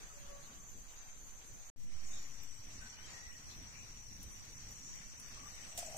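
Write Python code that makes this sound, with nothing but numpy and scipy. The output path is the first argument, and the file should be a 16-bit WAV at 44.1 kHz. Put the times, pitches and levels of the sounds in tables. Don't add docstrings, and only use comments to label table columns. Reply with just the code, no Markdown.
import sys
import numpy as np
from scipy import signal
from scipy.io import wavfile
from scipy.ndimage import uniform_filter1d

SR = 44100
rng = np.random.default_rng(int(sys.argv[2]) if len(sys.argv) > 2 else 0)


def store_pcm(level_fs):
    pcm = np.round(np.clip(level_fs, -1, 1) * 32767).astype(np.int16)
    wavfile.write(sys.argv[1], SR, np.atleast_2d(pcm).T)


def volts_from_db(level):
    exponent = np.asarray(level, float) / 20
    return 10 ** exponent


N = 263277


def rms_one(x):
    return x / np.sqrt(np.mean(x ** 2) + 1e-20)


def in_time(rows, span):
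    s, *columns = np.transpose(rows)
    t = np.arange(round(span[0] * SR), round(span[1] * SR)) / SR
    return [np.interp(t, s, column) for column in columns]


def at_hz(points, hz):
    points = np.array(points)
    return np.interp(np.log(hz), np.log(np.maximum(points[:, 0], 1)), points[:, 1])


def sides(left_right_db):
    return volts_from_db(np.multiply.outer([.5, -.5], left_right_db))


def steady(span, rows):
    t = np.arange(round(span[1] * SR) - round(span[0] * SR)) / SR
    return [db + per_s * t for db, per_s in rows]


def drift(rate, size):
    r = np.exp(-80 * np.pi * rate / SR)
    slow = signal.lfilter([1], [1, -2 * r, r * r], rng.standard_normal((2, size // 40 + 1002)))
    slow = slow[:, 1000:]
    return np.array([np.interp(np.arange(size) / 40, np.arange(len(row)), rms_one(row)) for row in slow])


def ring(x, hz, t60):
    r, w = volts_from_db(-60 / (t60 * SR)), 2 * np.pi * hz / SR
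    return signal.lfilter([1, 0, -1], [1, -2 * r * np.cos(w), r * r], x + 1e-18)


def band(x, low_hz, high_hz):
    return signal.sosfilt(signal.butter(2, [low_hz, high_hz], "band", fs=SR, output="sos"), x)


def add(out, s, x):
    i = round(s * SR)
    out[:, i:i + x.shape[1]] += x[:, :N - i]


def wash(spectrum, like, lean, size, patchy_db, count):
    out = 0
    edges = np.geomspace(spectrum[1][0] / 1.322, spectrum[-3][0] * 1.143, count + 1)
    white = rng.standard_normal((2, 2, size))
    together = 0.76 * drift(3.36, size)[0]
    for k, (low, high) in enumerate(zip(edges, edges[1:])):
        mid, side = band(white[k % 2], low, high)
        hz = np.sqrt(low * high)
        alike = np.clip(at_hz(like, hz), -1, 1)
        flicker_db = patchy_db * (drift(14.8, size) + together)
        gain = volts_from_db(at_hz(spectrum, hz) + flicker_db) * sides(at_hz(lean, hz))[:, None]
        out = out + gain * (np.sqrt(1 + alike) * mid + np.sqrt(1 - alike) * side * [[1], [-1]])
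    return rms_one(out)


# pitch_hz, level_db (per Hz)
RUMBLE_A = [(7.1, -37), (12, -2), (60, -16.5), (168, -24), (257, -28), (450, -32.5), (580, -66),
            (990, -120)]
RUMBLE_B = [(7.1, -6), (12, -14.5), (19, -1), (33, -6.5), (156, -12.5), (450, -37.5), (580, -66),
            (990, -120)]
# pitch_hz, level_db (per Hz)
STREAM_A = [(210, -16), (350, -21), (411, -30), (568, -1.5), (1150, -2), (2750, -3.5), (5500, -5),
            (7150, -35), (12100, -120)]
STREAM_B = [(180, -14), (300, -9.5), (333, -7), (879, -3.5), (1090, -2.5), (1340, -6.5), (2320, 0.5),
            (3290, -6), (4900, -2), (6370, -36), (10800, -120)]
# pitch_hz, level_db (per Hz)
LEAF_HISS = [(5000, -42), (7400, 5), (8600, 3), (10000, -1), (13000, 1), (15400, 0), (16500, -24),
             (17000, -40)]
# pitch_hz, likeness (-1 to 1)
LIKE_A = [(60, 0.36), (240, 0.46), (950, -0.17), (3770, 0.032), (15000, 0.005)]
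LIKE_B = [(60, 0.81), (240, 0.65), (950, -0.011), (3770, -0.13), (15000, 0.019)]
# pitch_hz, left_right_db
LEAN_A = [(60, -1.2), (180, 0.07), (550, -0.52), (1650, 1.0), (4970, 0.079), (15000, -0.076)]
LEAN_B = [(60, -1), (180, 1.5), (550, -1), (1650, 4.5), (4970, 0), (15000, -1)]
# level_db, trend_db_per_s
AIR_A = [
    (-61.5, -2.5),
    (-69, 0.23),
    (-75, 1.4),
]
AIR_B = [
    (-65.5, 0.079),
    (-67.5, 0.19),
    (-75, 0.0093),
]
# time_s, change_db
GUSTS = [(0, 4.5), (.4, 1), (1.25, -1.5), (1.7, 1.5), (1.77, -7.5), (2.2, 3.5), (2.54, -0.2), (2.8, 1.5),
         (3.25, 2.5), (3.55, 1.7), (3.95, -0.9), (4.7, 3), (5.03, 0.1), (5.48, 2.2), (5.68, 2), (5.97, 5.5)]
STREAM_FOLLOWS, HISS_FOLLOWS = 0.67, 0.81
BREEZE_DB = -57


def air(span, levels, rumble, stream, like, lean):
    rumble_db, stream_db, hiss_db = steady(span, levels)
    (gust_db,) = in_time(GUSTS, span)
    size = len(hiss_db)
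    low = volts_from_db(rumble_db + 7.0) * wash(rumble, like, lean, size, patchy_db=3.0, count=6)
    stream_gain = volts_from_db(stream_db + STREAM_FOLLOWS * gust_db + 7.0)
    middle = stream_gain * wash(stream, like, lean, size, patchy_db=2.0, count=11)
    hiss_gain = volts_from_db(hiss_db + HISS_FOLLOWS * gust_db + 10.0)
    high = hiss_gain * wash(LEAF_HISS, like, lean, size, patchy_db=1.5, count=10)
    breeze = volts_from_db(BREEZE_DB) * drift(6.2, size)
    return low + middle + high + breeze


def note(s, length, hz, db, lean_db, shape):
    attack, release, edge_db, sag_db, glide = shape
    at = np.maximum.accumulate([0, attack, length - release, length])
    level_db = db - np.array([edge_db, 0, sag_db, sag_db + edge_db])
    return np.transpose([s + at, hz + glide * at, level_db, lean_db + 0 * at])


def bird(rows, overtones, rough, flutter):
    hz, level_db, lean_db = in_time(rows, (rows[0][0], rows[-1][0]))
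    phase, size = 2 * np.pi * np.cumsum(hz) / SR, len(hz)
    from_end = np.minimum(np.arange(size), np.arange(size)[::-1])
    fade = np.minimum(1, from_end / (0.0041 * SR))
    out = 0
    for multiple, db in overtones:
        scattered = 1 - rough + rough * (drift(flutter, size) + 1j * drift(flutter, size))
        turning = np.exp(1j * (round(multiple) * phase + [[0], [1.9]]))
        out = out + volts_from_db(db) * np.real(scattered * turning)
    return np.sqrt(2) * volts_from_db(level_db + 5.5) * fade * sides(lean_db) * out


# start_s, length_s, pitch_hz, level_db, left_right_db
HOOT = [
    (0.13, .33, 574, -64, 19),
]
# multiple, level_db
HOOT_OVERTONES = [
    (1, -4),
    (2, -12.5),
    (3, -18.5),
]
# start_s, length_s, pitch_hz, level_db, left_right_db
PIPES = [(.44, .12, 1140, -77, 11), (.54, .14, 1150, -77, 8), (.095, .04, 1285, -70, 9),
         (2.814, 0.03, 1520, -59.5, 8), (2.842, 0.044, 1540, -60, 5), (2.918, 0.042, 1517, -69, -6),
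         (2.975, 0.068, 1520, -70, 3), (2.922, 0.034, 2985, -64, -4), (2.97, 0.071, 2970, -67.5, -2),
         (3.038, 0.029, 3140, -61, -7), (3.062, 0.024, 3100, -66, -4), (3.085, 0.03, 3120, -66, -3),
         (3.074, .025, 1855, -66, 0), (3.1, .025, 1860, -70, -1), (3.125, 0.068, 1885, -65.5, 7),
         (3.17, 0.049, 1885, -63, 4), (3.217, 0.076, 1940, -63.5, 4), (3.287, 0.035, 1935, -64, 3),
         (3.318, .025, 1930, -64, 0), (3.345, 0.034, 1890, -65, 1), (3.4, 0.05, 1920, -74, 5),
         (5.345, .03, 1220, -70, -4), (5.362, 0.036, 1135, -63.5, 2), (5.388, 0.037, 1130, -63, -2),
         (5.425, .035, 1147, -63, 0), (5.452, 0.037, 1175, -61, 4), (5.492, 0.047, 1173, -68, 3),
         (5.565, 0.031, 1170, -71, 10)]
# start_s, length_s, pitch_hz, level_db, left_right_db
CHIRPS = [
    (2.11, 0.11, 3710, -54, -1),
    (3.476, 0.076, 3420, -57.5, -8),
    (3.475, 0.1, 4120, -54.5, 4),
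    (3.725, 0.093, 2380, -55.5, 11),
    (3.781, 0.1, 2480, -57.5, 10),
]
# attack_s, release_s, edge_db (under top), sag_db, glide_hz_per_s
HOOT_SHAPE = (.2, .06, 15, 5, -35)
PIPE_SHAPE = (.01, .012, 12, 2, -60)
CHIRP_SHAPE = (0.024, 0.023, 20, 6.8, 290)


def distant_birds():
    out = np.zeros((2, N))
    for row in HOOT:
        add(out, row[0], bird(note(*row, HOOT_SHAPE), HOOT_OVERTONES, rough=0.33, flutter=18))
    for row in PIPES:
        add(out, row[0], bird(note(*row, PIPE_SHAPE), [(1, 0)], rough=0.36, flutter=80))
    for row in CHIRPS:
        chirp = bird(note(*row, CHIRP_SHAPE), [(1, 0)], rough=0.73, flutter=240)
        add(out, row[0], volts_from_db(-11.5) * chirp)
    return out


# start_s, peak_db, pitch_hz
FLAPS = [(1.842, -50.5, 132), (1.944, -48.5, 75.4), (2.045, -57, 72.7), (2.382, -53, 72.7),
         (2.592, -48, 108), (2.84, -56, 75.4), (3.139, -53, 108), (3.467, -56, 143), (3.632, -55, 118),
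         (3.739, -52, 129), (4.126, -55, 72.7), (4.38, -54, 113), (4.475, -54, 118), (4.57, -60, 96.9),
         (4.667, -52, 88.8), (5.005, -48, 165), (5.319, -53, 108), (5.515, -52, 86.1), (5.663, -60, 72.7),
         (5.773, -53, 72.7)]
FLAP_CYCLES, FLAP_DB = 4.8, -3.5


def flame():
    out = np.zeros((2, N))
    for s, peak_db, hz in FLAPS:
        t = np.arange(SR // 8) / SR
        age = t * hz / FLAP_CYCLES * np.log(1000)
        puff = np.e * age * np.exp(-age) * np.sin(2 * np.pi * hz * t)
        add(out, s - .003, volts_from_db(peak_db + FLAP_DB) * puff * np.ones((2, 1)))
    return out


def snap(peak_db, top_db, dull_db, lean_db):
    tail_s, echo_db = .075, -12
    t = np.arange(SR // 5) / SR
    echoes = volts_from_db(echo_db - 60 * t / tail_s) * np.minimum(1, t / 0.0042)
    shape = volts_from_db(-60 * t / 0.0073) + echoes
    noise = rng.standard_normal(len(t)) + 2 * rng.standard_normal((2, len(t)))
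    burst = shape * noise
    crack = band(burst, 6600, 8500)
    top = volts_from_db(top_db + 2.5) * band(band(burst, 8600, 16000), 11200, 16500)
    dull = volts_from_db(dull_db - 2.5) * band(burst, 2500, 5000)
    return volts_from_db(peak_db) * sides(lean_db)[:, None] * (crack + top + dull)


# start_s, peak_db, top_db, dull_db, left_right_db
SNAPS = [(0.533, -58, -4, -8, 7), (1.802, -60, -24, -10, -0.5), (2.4346, -52, 3, 9, 0),
         (3.6254, -53, -4, -10, -1), (4.218, -56, -5, -9, 6), (4.2295, -51, 2, -8, 0),
         (4.305, -58, -4, -11, -4), (4.453, -52, -13, -8, -4), (4.5084, -72, -2.5, -7, -2),
         (4.7127, -57.5, 5, -5, -1.5), (4.9536, -69, 13, 4, -4), (5.1993, -55, -10, -14, 2),
         (5.75, -55, 2, 6, 5), (5.7745, -44, -8, -6, -4), (5.7768, -34.5, -10, -6, -8),
         (5.7788, -34.5, -21, -6, -8), (5.7845, -44, -15, -9, -3), (5.7897, -34.5, -14, -8, -5),
         (5.968, -32.5, -14, -14, 9)]
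# start_s, peak_db, pitch_hz, left_right_db
TICKS = [(2.9, -58, 6500, 8), (2.7302, -58, 7000, 8), (3.7893, -56, 7020, -4), (5.862, -51, 7300, 14),
         (5.875, -60, 7450, 8), (5.198, -57, 9500, 4), (5.199, -65, 10900, 4), (4.2295, -58, 9200, 0),
         (4.317, -65, 10200, -5), (5.889, -58, 8000, 0)]


def fire_and_twigs():
    out = np.zeros((2, N))
    for s, *how in SNAPS:
        add(out, s, snap(*how))
    decay = volts_from_db(-60 * np.arange(SR // 10) / SR / 0.079)
    for s, peak_db, hz, lean_db in TICKS:
        burst = rng.standard_normal((2, SR // 10)) * decay
        add(out, s, volts_from_db(peak_db + 14.5) * band(burst, hz - 600, hz + 600) * sides(lean_db)[:, None])
    return out


STICK_MOVES_S, STICK_LANDS_S = 5.6, 5.776


def stick_on_leaves(since):
    brush_db, crush_db, drag_db, hold_s, fade_db_per_s = -63.5, -48, -58.5, 0.021, 116
    crush_fading_db = crush_db - fade_db_per_s * np.maximum(since - hold_s, 0)
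    leaf_db = np.where(since < 0, brush_db, np.maximum(drag_db, crush_fading_db))
    size = len(since)
    grains = (rng.random((2, size)) < 11000 / SR) * rng.normal(0, 1, (2, size))
    rustle = band(band(grains, 5000, 9100), 5000, 8800)
    rustle = rustle + volts_from_db(-10.0) * band(grains, 1630, 5600) + volts_from_db(-11.5) * band(grains, 9000, 14500)
    return volts_from_db(leaf_db + 4.0) * rms_one(rustle) * sides(1.9)[:, None]


# start_s, peak_db, pitch_hz (favoured)
KNOCKS = [(5.698, -61, 640), (5.729, -57, 680), (5.749, -55, 660), (5.762, -57, 680), (5.7795, -40, 680),
          (5.7796, -42, 520), (5.7797, -48, 400), (5.7867, -41.5, 690), (5.798, -52, 710),
          (5.827, -38.5, 700), (5.846, -51, 640), (5.862, -56, 640), (5.873, -46, 640), (5.884, -46.5, 647),
          (5.896, -49, 770), (5.911, -48, 705), (5.924, -45, 676), (5.934, -48, 800), (5.946, -39.5, 765),
          (5.9475, -45, 620), (5.947, -47, 400), (5.96, -43, 630)]
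# pitch_hz, level_db, t60_s
LOG = [(400, -14, .03), (550, -14, .04), (635, -9, .08), (695, -8, .05), (765, -10, .055), (1060, -22, .03),
       (1230, -20, .03)]


def stick_on_log(since):
    rub_db = -65.5 + since * np.where(since < 0, 75, 34)
    start_s, peak_db, favoured_hz = np.transpose(KNOCKS)
    at = [round((s - STICK_MOVES_S) * SR) for s in start_s]
    log = 0
    for hz, mode_db, t60 in LOG:
        contact = np.array([np.zeros(len(since)), rng.standard_normal(len(since))])
        miss_db = 0.3 * np.minimum(np.abs(favoured_hz - hz), 150)
        contact[0, at] = volts_from_db(peak_db + 3.0 - miss_db)
        soft = band(band(contact, 370, 800), 360, 1300)
        log = log + volts_from_db(mode_db) * ring(soft, hz, t60)
    knocks = log[0] * volts_from_db(peak_db.max() - 2.5) / np.abs(log[0]).max()
    return knocks + volts_from_db(rub_db) * rms_one(log[1])


def stick():
    since_landing = np.arange(round(STICK_MOVES_S * SR), N) / SR - STICK_LANDS_S
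    return stick_on_leaves(since_landing) + stick_on_log(since_landing)


# level_db (at the start of the take), swell_db_per_s
SINGING_A = [(-64.5, 0.9), (-69.5, 0.5), (-70, 0), (-77.5, -8)]
SINGING_B = [(-62.5, 0.63), (-70, 1), (-75, 0.2)]
# time_s, half_length_s, pitch_hz (of the wing), change_db
BOUTS_A = [
    (0.041, 0.11, 6196, 2),
    (1.01, .05, 6196, 1),
    (2.6, 0.02, 6196, 7),
    (1, 0.072, 8200, -6),
]
BOUTS_B = [(1.76, .22, 5880, -6.5), (1.76, .2, 6740, -2.5), (2.118, 0.086, 6740, 12),
           (2.262, 0.13, 6740, 5.5), (2.122, 0.096, 7810, 8), (2.6, .1, 6740, -3), (2.52, 0.097, 7810, 7),
           (2.74, .04, 6740, 4), (2.85, 0.097, 7810, 6), (2.9, 0.036, 6740, 1), (3.01, .03, 6740, -9),
           (3.12, 0.12, 6740, 6), (3.1, 0.081, 7810, 4), (3.24, .06, 5880, 2), (3.66, .03, 6740, -4),
           (3.8, 0.11, 6740, 1.5), (4.13, 0.092, 7810, -7), (4.88, 0.15, 6740, 6), (4.86, 0.08, 7810, 6),
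           (4.9, 0.1, 5880, 2), (5.7, 0.45, 7810, 8.5), (5.9, 0.028, 6740, 1)]


def effort(span, groups, singing, bouts):
    levels = steady(span, singing)
    t = span[0] + np.arange(len(levels[0])) / SR
    for s, half, hz, db in bouts:
        k = np.argmin(np.abs(np.array(groups)[:, 0] - hz))
        levels[k] = levels[k] + db * np.exp(-((t - s) / half) ** 2)
    return levels


# pitch_hz, spread_hz, strokes_per_s, left_right_db, t60_s
CHORUS_A = [
    (6230, 303, 520, 0, 0.016),
    (6780, 175, 170, -7, 0.03),
    (7220, 246, 170, 9, 0.023),
    (8060, 300, 490, 6, 0.0046),
]
CHORUS_B = [
    (5880, 363, 260, 1.5, .012),
    (6740, 454, 220, 4, 0.011),
    (7810, 530, 280, 7.1, 0.0062),
]
OVERTONE_DB = -28.5


def chorus(span, groups, levels, count=5):
    out = 0
    for (hz, spread_hz, per_s, lean_db, t60), level_db in zip(groups, levels):
        size, group = len(level_db), 0
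        for place in np.linspace(-1, 1, count):
            rate = per_s * rng.uniform(.7, 1.3) * volts_from_db(.8 * rng.standard_normal((2, size // 64 + 1)))
            rate = np.repeat(rate, 64, axis=1)[:, :size]
            cycle = np.cumsum(rate, axis=1) / SR + rng.random((2, 1))
            strokes = np.diff(np.floor(cycle), prepend=0, axis=1) * rng.normal(0, 1, (2, size))
            wing_hz = hz + spread_hz * place
            voice = ring(ring(strokes, wing_hz, t60), wing_hz, t60)
            group = group + rms_one(voice) * volts_from_db(0.77 * drift(4.7, size) - 4.5 * place ** 2)
        group = rms_one(group)
        overtone = volts_from_db(OVERTONE_DB) * band(group ** 2, 7200, 15500)
        out = out + volts_from_db(level_db + 5) * (group + overtone) * sides(lean_db)[:, None]
    return out


# start_s, end_s
FIRST = (0, 1.7005)
SECOND = (1.7612, 5.97)


def fade_in(x):
    since = np.arange(N) / SR - SECOND[0]
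    fade_db = (since >= 0) * -4 * np.clip(1 - since / 0.18, 0, 1)
    opening_db = (since >= 0) * -7 * np.clip(1 - since / 0.045, 0, 1)
    top = band(x, 8800, 17000) * (volts_from_db(.3 * fade_db) - volts_from_db(fade_db))
    return (x * volts_from_db(fade_db) + top) * volts_from_db(opening_db)


def scene():
    out = np.zeros((2, N))
    for span, groups, singing, bouts, *around in [
            (FIRST, CHORUS_A, SINGING_A, BOUTS_A, AIR_A, RUMBLE_A, STREAM_A, LIKE_A, LEAN_A),
            (SECOND, CHORUS_B, SINGING_B, BOUTS_B, AIR_B, RUMBLE_B, STREAM_B, LIKE_B, LEAN_B)]:
        insects = chorus(span, groups, effort(span, groups, singing, bouts))
        add(out, span[0], air(span, *around) + insects)
    out = fade_in(out) + distant_birds() + fire_and_twigs() + flame()
    add(out, STICK_MOVES_S, stick())
    return out


# pitch_hz, margin_db
THINNING = [(1500, -45), (2400, -7), (3300, -3.0), (4500, -2.5), (4950, -5.5), (5130, -3), (5240, 1.5),
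            (5380, -4), (5600, -7), (6500, -3), (7300, -2.3), (8300, -4), (8900, .8), (9600, -.1),
            (11000, 0), (15000, -.3)]


def thinned(x):
    hz, _, cells = signal.stft(x, SR, nperseg=2048, noverlap=1536)
    power = np.sum(np.abs(cells) ** 2, axis=0) + 1e-20

    def blur(grid, bins, frames):
        return uniform_filter1d(uniform_filter1d(grid, size=bins, axis=0), size=frames, axis=1)

    near, around = blur(power, 7, 5), blur(power, 45, 7)
    margin_db = 10 * np.log10(np.abs(near / around) + 1e-9) - at_hz(THINNING, hz + 1)[:, None]
    luck = blur(rng.standard_normal(power.shape), 8, 3)
    margin_db += 3.5 * rms_one(luck) - 1.1
    kept = volts_from_db(-50 / (1 + np.exp(np.clip(6 * margin_db, -30, 30))))
    return signal.istft(cells * kept, SR, nperseg=2048, noverlap=1536)[1][:, :N]


# time_s, half_length_s
SPARED = [
    (1.81, .05),
    (4.232, .011),
    (5.203, .007),
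    (5.785, .02),
]


def thinned_between_snaps(dry, t):
    whole = sum(np.exp(-((t - s) / half) ** 4) for s, half in SPARED)
    return whole * dry + (1 - whole) * thinned(dry)


# kick, kick_peak_s, sag, sag_peak_s
KICK_AND_SAG = [
    (11.3, 0.085, -12, 0.33),
    (1.1, 0.023, -18, 0.23),
]


def port_offset(t):
    since = np.maximum(t - SECOND[0], 0)
    offset = []
    for kick, rise, sag, fall in KICK_AND_SAG:
        up = kick * (since + 0.0049) / rise * np.exp(1 - since / rise)
        down = sag * (since / fall * np.exp(1 - since / fall)) ** 2
        offset.append(up + down)
    soften = signal.butter(2, 1800, fs=SR, output="sos")
    return signal.sosfilt(soften, np.array(offset) * (t >= SECOND[0])) / 1000


def band_limit(x):
    return signal.sosfilt(signal.butter(12, 15800, fs=SR, output="sos"), x)


def record(dry):
    t = np.arange(N) / SR
    playing = (t < FIRST[1]) | (t >= SECOND[0])
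    wet = thinned_between_snaps(dry, t) * playing
    wet = signal.sosfilt(signal.cheby2(10, 50, 16400, fs=SR, output="sos"), wet)
    return band_limit(wet + port_offset(t))


dry = scene()
out = record(dry)
store_pcm(out)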